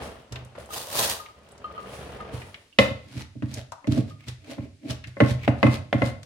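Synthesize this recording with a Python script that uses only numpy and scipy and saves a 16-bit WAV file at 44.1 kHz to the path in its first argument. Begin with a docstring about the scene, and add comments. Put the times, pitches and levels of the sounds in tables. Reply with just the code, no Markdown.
"""A small, hard kitchen. A drawer rumbles open on its bearings, a spoon is dragged from the cutlery tray,
steel scraping on steel, and the drawer is pushed shut. Then a wooden pestle works shredded vegetables
in a wooden mortar on a stone counter: sharp knocks where wood meets wood, dull thuds through the food,
wet squelches and low groans under each press, and small ticks and scrapes of the spoon."""
import sys
import numpy as np
from scipy import signal
from scipy.fft import rfft, irfft, next_fast_len
from scipy.io import wavfile
from scipy.ndimage import uniform_filter1d

SR = 44100
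rng = np.random.default_rng(int(sys.argv[2]) if len(sys.argv) > 2 else 0)


def output_pcm(signal):
    """Save a mono or channel-first signal as 16-bit PCM at the path in sys.argv[1].

    Samples are clipped to [-1, 1] before scaling.
    """
    pcm = np.clip(np.atleast_2d(signal).T, -1, 1) * 32767
    wavfile.write(sys.argv[1], SR, np.round(pcm).astype(np.int16))


N = 275625
TIME = np.arange(N) / SR
RING_S = np.arange(SR * 3 // 5) / SR   # time axis of a one-shot


def from_db(db):
    """Decibels to gain."""
    return 10 ** (np.asarray(db) / 20)


def rms_one(x):
    """Scale to unit power."""
    return x / np.sqrt(np.mean(x ** 2) + 1e-20)


def at_hz(points, hz):
    """Read a curve along log frequency."""
    known_hz, values = np.transpose(points)
    return np.interp(np.log(np.maximum(hz, 1)), np.log(known_hz), values)


def add(out, s, sound):
    """Drop a one-shot into the track at s seconds."""
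    start = max(round(s * SR), 0)
    out[:, start:start + sound.shape[-1]] += sound[..., :N - start]


def decay(t60):
    """Envelope that falls 60 dB in t60 seconds."""
    return np.exp(-np.log(1000) * RING_S / t60)


def gesture(s, hold_s, attack_s, release_s):
    """Envelope of an effort: swells to its peak at s seconds, holds, releases."""
    return np.exp(-np.clip(np.maximum((s - TIME) / attack_s, (TIME - s - hold_s) / release_s), 0, 20))


def filtered(x, kind, hz, order=2):
    """Butterworth low-, high- or band-pass."""
    return signal.sosfilt(signal.butter(order, np.minimum(hz, SR / 2 - 1), kind, fs=SR, output="sos"), x)


def cushioned(x, hardness_hz, octaves):
    """A cushioned contact drives only a band of the low modes; the softer, the deeper."""
    return filtered(x, "band", [hardness_hz / 2 ** octaves, hardness_hz])


def grains(per_s, spread_db, grain_s):
    """Granular noise: tiny contacts of uneven size."""
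    sizes = from_db(spread_db * np.minimum(rng.exponential(1, N), 4))
    contacts = sizes * (rng.random(N) < per_s / SR)
    power = signal.lfilter([1], [1, -np.exp(-1 / (grain_s * SR))], contacts ** 2 + 1e-12)
    return rms_one(np.sqrt(power) * rng.standard_normal((2, N)))


# Stereo image, centred lows and wide highs: (frequency [Hz], left-right correlation [0-1])
STEREO_LIKENESS = [(100, 1), (300, 0.88), (640, 0.66), (1400, 0.26), (3000, 0.011), (16000, 0.14)]
def coloured(white, colour):
    """EQ two unrelated noises and mix them as mid and side into a stereo pair; rms 1."""
    size = next_fast_len(white.shape[1], real=True)
    hz = np.arange(size // 2 + 1) * SR / size
    alike = at_hz(STEREO_LIKENESS, hz)
    mid, side = rfft(white, size) * from_db(at_hz(colour, hz))
    pair = np.sqrt(1 + alike) * mid + np.sqrt(1 - alike) * side * [[1], [-1]]
    return rms_one(irfft(pair, size)[:, :white.shape[1]])


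def burst(colour=((1, 0),)):
    """Stereo noise for a one-shot, white unless given a colour."""
    return coloured(rng.standard_normal((2, len(RING_S))), colour)


def struck(modes, vary_db=1.0):
    """One hit: each mode varies in strength, and high modes reach the two sides out of step."""
    out = np.zeros((2, len(RING_S)))
    for hz, db, t60 in modes:
        lag = np.arccos(at_hz(STEREO_LIKENESS, hz)) * rng.permutation([0, 1])[:, None]
        phase = np.maximum(2 * np.pi * hz * RING_S - lag, 0)
        out += from_db(db + vary_db * rng.standard_normal()) * decay(t60) * np.sin(phase)
        out = -out   # neighbouring modes swing in opposite directions
    return out


def tick(hz, octaves, t60_at_1khz=0.065, damping=0.29):
    """One light touch in its own band, tighter the higher it is; peak 1."""
    touch = burst() * decay(t60_at_1khz / (hz / 1000) ** damping)
    band = filtered(touch + 1e-18, "band", hz * 2 ** (np.array([-.5, .5]) * octaves))
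    return band / np.abs(band).max()


# EQ of the room tone: (frequency [Hz], level [dB])
ROOM_TONE_EQ = [(25, 12.5), (70, -0.5), (130, -15.5), (300, -2), (700, -33), (2000, -12), (5000, -14),
                (10000, -22), (16000, -48)]
def room_tone(level_db=-61):
    """A steady bed of low rumble and faint air."""
    return from_db(level_db) * coloured(rng.standard_normal((2, N)), ROOM_TONE_EQ)


# Length of the room's tail: (frequency [Hz], T60 [s])
REVERB_T60 = [(100, 0.46), (500, 0.45), (2000, 0.39), (5000, 0.43), (10000, 0.22), (16000, 0.19)]
# Reverb send: (frequency [Hz], level [dB])
REVERB_SEND = [(80, 1.5), (250, -14.5), (550, -6), (1200, -5), (3000, -8.5), (8000, -9), (16000, -12)]
def kitchen_reverb(dry, predelay_s=0.0073, build_s=0.00087):
    """Diffuse echoes build up after the first wall and die band by band."""
    white = burst()
    edges = np.geomspace(60, 17000, 15)
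    onset = 1 - np.exp(-np.maximum(RING_S - predelay_s, 0) / build_s)
    response = 0
    for low, high in zip(edges, edges[1:]):
        hz = np.sqrt(low * high)
        band = np.roll(filtered(white, "band", [low, high]), rng.integers(len(RING_S)), axis=1)
        tail = rms_one(band * onset * decay(at_hz(REVERB_T60, hz)))
        unity_gain = np.sqrt(2 * (high - low) / SR / len(RING_S))
        response = response + from_db(at_hz(REVERB_SEND, hz)) * tail * unity_gain
    return signal.fftconvolve(dry, response, axes=1)[:, :N]


# Drawer cues (pull, recoil, nudge, push shut): (peak time [s], hold [s], level [dB], attack [s])
DRAWER_ROLLS = [(0.0, 0.031, -42.5, .02), (0.324, 0.012, -50, 0.0063), (0.581, 0.0045, -51.5, 0.02),
                (1.9, .48, -48.5, 0.32)]
# Swishes of the runners: (peak time [s], level [dB], attack [s], release [s])
RUNNER_SLIDES = [(.035, -50, 0.024, 0.063), (.6, -55.5, 0.014, 0.048), (1.95, -52.5, 0.073, .14),
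                 (2.34, -53.5, 0.01, 0.14)]
# Low body of the panels: (frequency [Hz], level [dB])
RUMBLE_EQ = [(29, -26.5), (50, 2), (86, -0.5), (142, -5.5), (216, -6), (342, -10), (410, -4.5), (532, -5),
             (877, -11.5), (1210, -14), (1360, -15.5), (2980, -22), (6000, -38), (7800, -56.5),
             (13200, -120)]
# Bright top of runners and clinks: (frequency [Hz], level [dB])
HISS_EQ = [(2000, -6.5), (4000, -8), (7500, -13), (10000, -10), (12000, -21.5), (16000, -25)]
# Midrange chatter of loose cutlery: (frequency [Hz], level [dB])
JIGGLE_EQ = [(300, -14), (600, 8), (950, -9.5), (1240, 4.5), (1700, -23), (3050, 0), (3600, -10.5),
             (4300, -15.5), (7000, -34), (16000, -26)]
def drawer(rumble_db=7, hiss_db=5, jiggle_db=-5, clink_db=-15, coast_s=.1):
    """Bearings rumble through the drawer's panels; runners hiss, cutlery jiggles and clinks."""
    roll = sum(from_db(db) * gesture(s, hold, attack, coast_s) for s, hold, db, attack in DRAWER_ROLLS)
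    slide = sum(from_db(db) * gesture(s, 0, attack, release) for s, db, attack, release in RUNNER_SLIDES)
    rumble = from_db(rumble_db) * coloured(grains(per_s=900, spread_db=2.2, grain_s=.003), RUMBLE_EQ)
    hiss = from_db(hiss_db) * coloured(grains(per_s=7100, spread_db=3, grain_s=.0023), HISS_EQ)
    jiggle = from_db(jiggle_db) * coloured(grains(per_s=45, spread_db=2.5, grain_s=.005), JIGGLE_EQ)
    clinks = from_db(clink_db) * coloured(grains(per_s=14, spread_db=2, grain_s=.002), HISS_EQ)
    return roll * (rumble + jiggle + clinks) + slide * hiss


# Drags through the tray: (peak time [s], hold [s], level [dB], attack [s])
CUTLERY_DRAGS = [(.73, 0.055, -32.5, 0.013), (0.983, 0.054, -21.5, 0.04)]
# Accents where pieces clash: (time [s], level [dB])
CUTLERY_CLASHES = [(0.982, -19), (1.094, -14.5)]
# Bright rasp of steel on steel: (frequency [Hz], level [dB])
STEEL_EQ = [(880, -2.5), (1500, -2), (1870, 0), (2040, -5), (2690, -0.5), (3960, 2), (5070, -1.5),
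            (6430, -1), (7460, -4), (9850, -1), (11000, -8), (12600, -4), (16000, -9.5)]
# Shimmer of the cutlery: (frequency [Hz], level [dB], T60 [s])
STEEL_MODES = [(1921, -2, .08), (4040, -3, .12), (4659, 0, .25), (5329, -2, .22), (8324, -2, .22),
               (8779, -2, .22), (9205, -4, .22), (9842, -4, .22), (11617, -2, .25)]
# Boxy body of the tray: (frequency [Hz], level [dB])
TRAY_EQ = [(40, -10), (85, -6.5), (150, -6), (280, -17.5), (400, -1.5), (600, 3.5), (750, -2), (1020, 0),
           (1400, -10), (2500, -41)]
def cutlery(steel_db=-2.5, ring_db=-13, tray_db=-20, clash_db=-12, clash_t60=0.17, release_s=0.051):
    """Steel scrapes and clashes on steel, setting its modes ringing and the tray rattling."""
    drag = sum(from_db(db) * gesture(s, hold, attack, release_s) for s, hold, db, attack in CUTLERY_DRAGS)
    force = np.tile(from_db(steel_db) * drag, (2, 1))
    for s, db in CUTLERY_CLASHES:
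        add(force, s, from_db(db + clash_db) * decay(clash_t60))
    scrape = force * coloured(grains(per_s=1900, spread_db=2.7, grain_s=.0009), STEEL_EQ)
    ring = scrape.std() * rms_one(signal.fftconvolve(scrape, struck(STEEL_MODES), axes=1)[:, :N])
    tray_drive = drag ** 0.63   # the tray follows the drag with compressed dynamics
    rattle = tray_drive * coloured(grains(per_s=310, spread_db=2.5, grain_s=.0035), TRAY_EQ)
    return scrape + from_db(ring_db) * ring + from_db(tray_db) * rattle


# Bumps on the spoon: (time [s], level [dB])
SPOON_TINGS = [(0.705, -34), (1.199, -31), (1.286, -40.5), (1.643, -23.5), (1.764, -34.5), (1.779, -28.5),
               (2.203, -30), (4.107, -40.5)]
# Choked ring of the spoon: (frequency [Hz], level [dB], T60 [s])
SPOON_MODES = [(1235, 0, .1), (1275, -4, .035), (2724, -27, .08), (3100, -22, .06), (4237, -32, .12)]
def spoon_tings():
    """The bumped spoon rings briefly, damped by the fingers."""
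    out = np.zeros((2, N))
    for s, db in SPOON_TINGS:
        add(out, s, from_db(db) * struck(SPOON_MODES))
    return out


# Handling detail: (time [s], level [dB], centre [Hz], width [octaves])
HANDLING_TICKS = [(0.323, -29.5, 2820, 2.5), (0.358, -27, 2400, 1.17), (0.449, -43, 8050, 0.71),
                  (0.552, -33.5, 680, 2.7), (0.58, -29.5, 534, 0.36), (.659, -41, 7950, 0.74),
                  (.69, -33.5, 520, 1.3), (1.261, -32.5, 2240, 1), (1.488, -47.5, 4000, 2.6),
                  (1.519, -44, 8600, 0.32), (1.579, -43, 5470, 1.05), (2.203, -36, 1500, 0.81),
                  (2.417, -32.5, 2164, 0.54), (2.543, -28.5, 2400, 0.82), (2.726, -41, 2900, .25),
                  (3.423, -30.5, 990, 2.24), (3.54, -26.5, 5830, 1.16), (3.721, -23, 840, 0.89),
                  (3.72, -33, 3430, 2.3), (3.871, -27.5, 1640, 2.9), (5.04, -29, 2170, 0.9),
                  (6.231, -34, 2980, 2.4)]
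def handling_ticks():
    """Spoon, tray and fingers touch lightly."""
    out = np.zeros((2, N))
    for s, db, hz, octaves in HANDLING_TICKS:
        add(out, s, from_db(db) * tick(hz, octaves))
    return out


# Strokes of the spoon on wood: (peak time [s], hold [s], level [dB])
SPOON_SCRAPES = [(4.22, 0.018, -54), (4.44, 0.21, -58), (4.839, .04, -60.5), (5.439, 0.01, -37)]
# Nasal peak of the scrape: (frequency [Hz], level [dB])
SCRAPE_EQ = [(900, -13), (1800, -10), (2250, 0), (2800, -7.5), (5000, -19), (12000, -34.5)]
def spoon_scrapes(attack_s=0.022, release_s=0.021):
    """The spoon's edge catches on the grain of the wood and sings in one resonance."""
    force = sum(from_db(db) * gesture(s, hold, attack_s, release_s) for s, hold, db in SPOON_SCRAPES)
    return force * coloured(grains(per_s=800, spread_db=4.5, grain_s=.0027), SCRAPE_EQ)


PRESS_HOLD_S, PRESS_RELEASE_S = 0.0082, 0.019
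# Spoon and pestle press the shreds along the wall:
# (peak time [s], wet level [dB], groan level [dB], groan hardness [Hz], attack [s])
FOOD_PRESSES = [(3.207, -41, -40, 297, 0.074), (3.534, -47, -37.5, 250, .055), (3.581, -41, -41, 860, 0.02),
                (3.922, -40, -22, 252, 0.011), (3.979, -40, -22, 467, 0.029),
                (4.097, -49.5, -48, 403, 0.021), (4.283, -38.5, -60, 407, 0.009),
                (4.513, -42, -37, 690, 0.032), (4.642, -61, -39, 446, .04), (4.857, -58, -32.5, 506, 0.015),
                (4.905, -33.5, -36.5, 795, 0.012), (5.072, -52.5, -64, 397, 0.0067),
                (5.301, -34, -38, 295, 0.043), (5.745, -37, -41, 402, 0.071),
                (6.073, -37, -30.5, 300, 0.046)]
# Wet texture of the shreds: (frequency [Hz], level [dB])
SQUELCH_EQ = [(300, 0.5), (600, -7), (1200, -8), (2300, -4.5), (4200, -6.5), (7000, -15.5), (10000, -18),
              (16000, -35)]
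def squelches(crackle_db=2, snap_db=7, snap_attack_s=0.014):
    """Wet fibres smear and crackle under each press; the quicker it is, the louder they snap."""
    pressure = sum(from_db(db) * gesture(s, PRESS_HOLD_S, attack_s, PRESS_RELEASE_S)
                   for s, db, _, _, attack_s in FOOD_PRESSES)
    mush = coloured(grains(per_s=1400, spread_db=1.5, grain_s=.003), SQUELCH_EQ)
    crackle = coloured(grains(per_s=420, spread_db=3.5, grain_s=.0006), SQUELCH_EQ)
    out = pressure * rms_one(mush + from_db(crackle_db) * crackle)
    for s, db, _, _, attack_s in FOOD_PRESSES:
        quickness = snap_attack_s / attack_s
        add(out, s, from_db(db + snap_db) * quickness * tick(hz=3740, octaves=1.56))
    return out


# Low end of the mortar rocking on counter and cabinet: (frequency [Hz], level [dB], T60 [s])
COUNTER_MODES = [(76.4, -8.5, 0.16), (97.6, -7, 0.25), (125.6, -3.5, 0.22), (153.4, -9.5, 0.12),
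                 (184.4, -8, 0.11), (203.5, -9, 0.071), (223.6, -1.5, 0.11), (259.4, -1, 0.076),
                 (295.4, 0.5, 0.12), (321.3, -12, 0.16), (367, -12.5, 0.078), (471, -14.5, 0.1),
                 (550, -11, 0.11), (637, -2, .06), (810, -15.5, .06), (1106, -14.5, 0.11)]
def groans(slips_per_s=600):
    """Uneven slips keep the counter's low modes groaning for as long as a press lasts."""
    slips = rng.choice([-1, 1], N) * (rng.random(N) < slips_per_s / SR)
    groan = signal.fftconvolve(slips[None], struck(COUNTER_MODES), axes=1)[:, :N]
    out = 0
    for s, _, db, hardness_hz, attack_s in FOOD_PRESSES:
        rub = cushioned(groan, hardness_hz, octaves=1.5)
        running_rms = np.sqrt(uniform_filter1d(np.mean(rub ** 2, axis=0), size=1300) + 1e-12)
        even_rub = rub / running_rms   # the hand presses evenly
        out = out + from_db(db) * gesture(s, PRESS_HOLD_S, attack_s, PRESS_RELEASE_S) * even_rub
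    return out


# Soft hits, drawer on its stops and pestle in the food: (time [s], level [dB], hardness [Hz])
SOFT_HITS = [(0.327, -29, 138), (.425, -37, 123), (2.337, -25, 187), (2.91, -25.5, 209), (3.166, -24, 199),
             (3.36, -29, 334), (3.43, -17, 290), (3.579, -30.5, 160.5), (3.979, -11.5, 454),
             (4.287, -27.5, 123.4), (4.899, -21.5, 222), (5.078, -31, 125), (5.312, -15.5, 145.7)]
def thuds(attack_s=.0008, lead_cycles=2.312, bounce_s=.036, bounce_db=-9.5, bounce_hardness=0.861):
    """Soft hits and the pestle's landing after each knock rock the counter, then bounce once."""
    out = np.zeros((2, N))
    landing_hz, hz_per_db = 372, 5   # a lighter landing is also duller
    landings = [(s + lag_s, db, max(landing_hz + hz_per_db * db, 100))
                for s, _, _, _, lag_s, db in PESTLE_KNOCKS]
    hits = landings + SOFT_HITS
    bounces = [(s + bounce_s, db + bounce_db, hz * bounce_hardness) for s, db, hz in hits]
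    for s, db, hardness_hz in hits + bounces:
        body = struck(COUNTER_MODES) * (1 - np.exp(-RING_S / attack_s))
        thud = cushioned(body, hardness_hz, octaves=1.99)
        start_s = s - lead_cycles / hardness_hz   # each hit starts a few cycles before its listed time and peaks near it
        add(out, start_s, from_db(db) * thud / np.abs(thud).max())
    return out


# The pestle strikes the mortar's wall, then its weight lands:
# (time [s], level [dB], hardness [Hz], bowl ring [dB], landing lag [s], landing level [dB])
PESTLE_KNOCKS = [(2.787, 1, 3850, 4, 0.0055, -13), (3.843, -28, 1960, 1, 0.039, -10.5),
                 (4.582, -25, 1590, -4, .004, -22), (5.168, -24.5, 1880, 2.5, 0.0032, -44.5),
                 (5.203, 2.5, 2140, -1.5, .015, -4), (5.478, -2, 2270, -11, 0.0046, -9),
                 (5.629, 1, 2270, 0, 0.0151, -5.5), (5.666, -12, 2460, 4.5, 0.01037, -12),
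                 (5.928, -5.5, 2450, -3, .016, -10.5), (6.019, -4.5, 2160, -1, 0.0029, -12.5)]
# Ring of mortar and pestle: (frequency [Hz], level [dB], T60 [s])
WOOD_MODES = [(205, -21, .2), (285, -20, .2), (455, -31, .1), (522, -19, .12), (556, -14, .14),
              (594, -19, .12), (615, -20, .12), (760, -29, .08), (835, -30, .12), (1077, -21, .14),
              (1330, -22, .04), (1755, -24, .06), (2030, -13, .04), (2083, -14, .07), (2520, -14, .025),
              (2990, -16, .03), (3600, -15, .02)]
# Hollow body of the clack: (frequency [Hz], level [dB])
CLACK_EQ = [(200, -2.5), (550, 17.5), (900, 4), (1500, 3), (2200, 4), (4000, 9.5), (7000, 9),
            (16000, -21.5)]
# Bright edge of a hard hit: (frequency [Hz], level [dB])
CRACK_EQ = [(2000, 10.5), (6000, 2), (9000, -1), (12000, -7.5), (16000, -17.5)]
def pestle_knocks(clack_db=-5, clack_t60=.035, hollow_db=-25, hollow_t60=0.32,
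                  crack_db=-29, crack_t60=0.3, contact_s=0.00013):
    """Wood on wood: a short clack lingers in the bowl's hollow, the modes ring, hard hits also crack."""
    out = np.zeros((2, N))
    hardest_hz = max(hz for _, _, hz, *_ in PESTLE_KNOCKS)
    onset = 1 - np.exp(-RING_S / contact_s)
    for s, db, hardness_hz, ring_db, _, _ in PESTLE_KNOCKS:
        bite = (hardness_hz / hardest_hz) ** 2
        hollow = from_db(hollow_db + ring_db) * decay(hollow_t60)
        clack = from_db(clack_db) * burst(CLACK_EQ) * (decay(clack_t60) + hollow)
        crack = from_db(crack_db) * bite * burst(CRACK_EQ) * decay(crack_t60 * bite)
        ring = from_db(ring_db) * struck(WOOD_MODES)
        body = filtered(clack + ring, "low", hardness_hz, order=4)   # a softer contact loses its top
        add(out, s, from_db(db) * (body + crack) * onset)
    return out


def scene():
    """The mix: all the action at the counter, its reverb and the room tone."""
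    dry = drawer() + cutlery() + spoon_tings() + handling_ticks()
    dry = dry + pestle_knocks() + thuds() + squelches() + groans() + spoon_scrapes()
    return dry + kitchen_reverb(dry) + room_tone()


# Tonal lean of the microphone pair: (frequency [Hz], left minus right [dB])
MIC_BALANCE = [(100, -2.5), (250, -3), (600, 2), (1300, 1.5), (2400, 0), (4500, 2.5), (8000, -2.5),
               (16000, -7.5)]
def record(dry, low_cut_hz=58, ceiling=.95, high_cut_hz=15950):
    """Two microphones of unequal colour, then a low cut, a soft clip and a steep high cut."""
    size = next_fast_len(N + SR // 2, real=True)
    lean_db = at_hz(MIC_BALANCE, np.arange(size // 2 + 1) * SR / size)
    mic_gains = from_db(lean_db * np.array([[.5], [-.5]]))
    heard = irfft(rfft(dry, size) * mic_gains, size)[:, :N]
    heard = filtered(heard, "high", low_cut_hz, order=3)
    rounded = heard / (1 + (heard / ceiling) ** 4) ** .25
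    high_cut = signal.ellip(10, .1, 80, high_cut_hz, fs=SR, output="sos")
    return signal.sosfilt(high_cut, rounded)


dry = scene()
out = record(dry)
output_pcm(out)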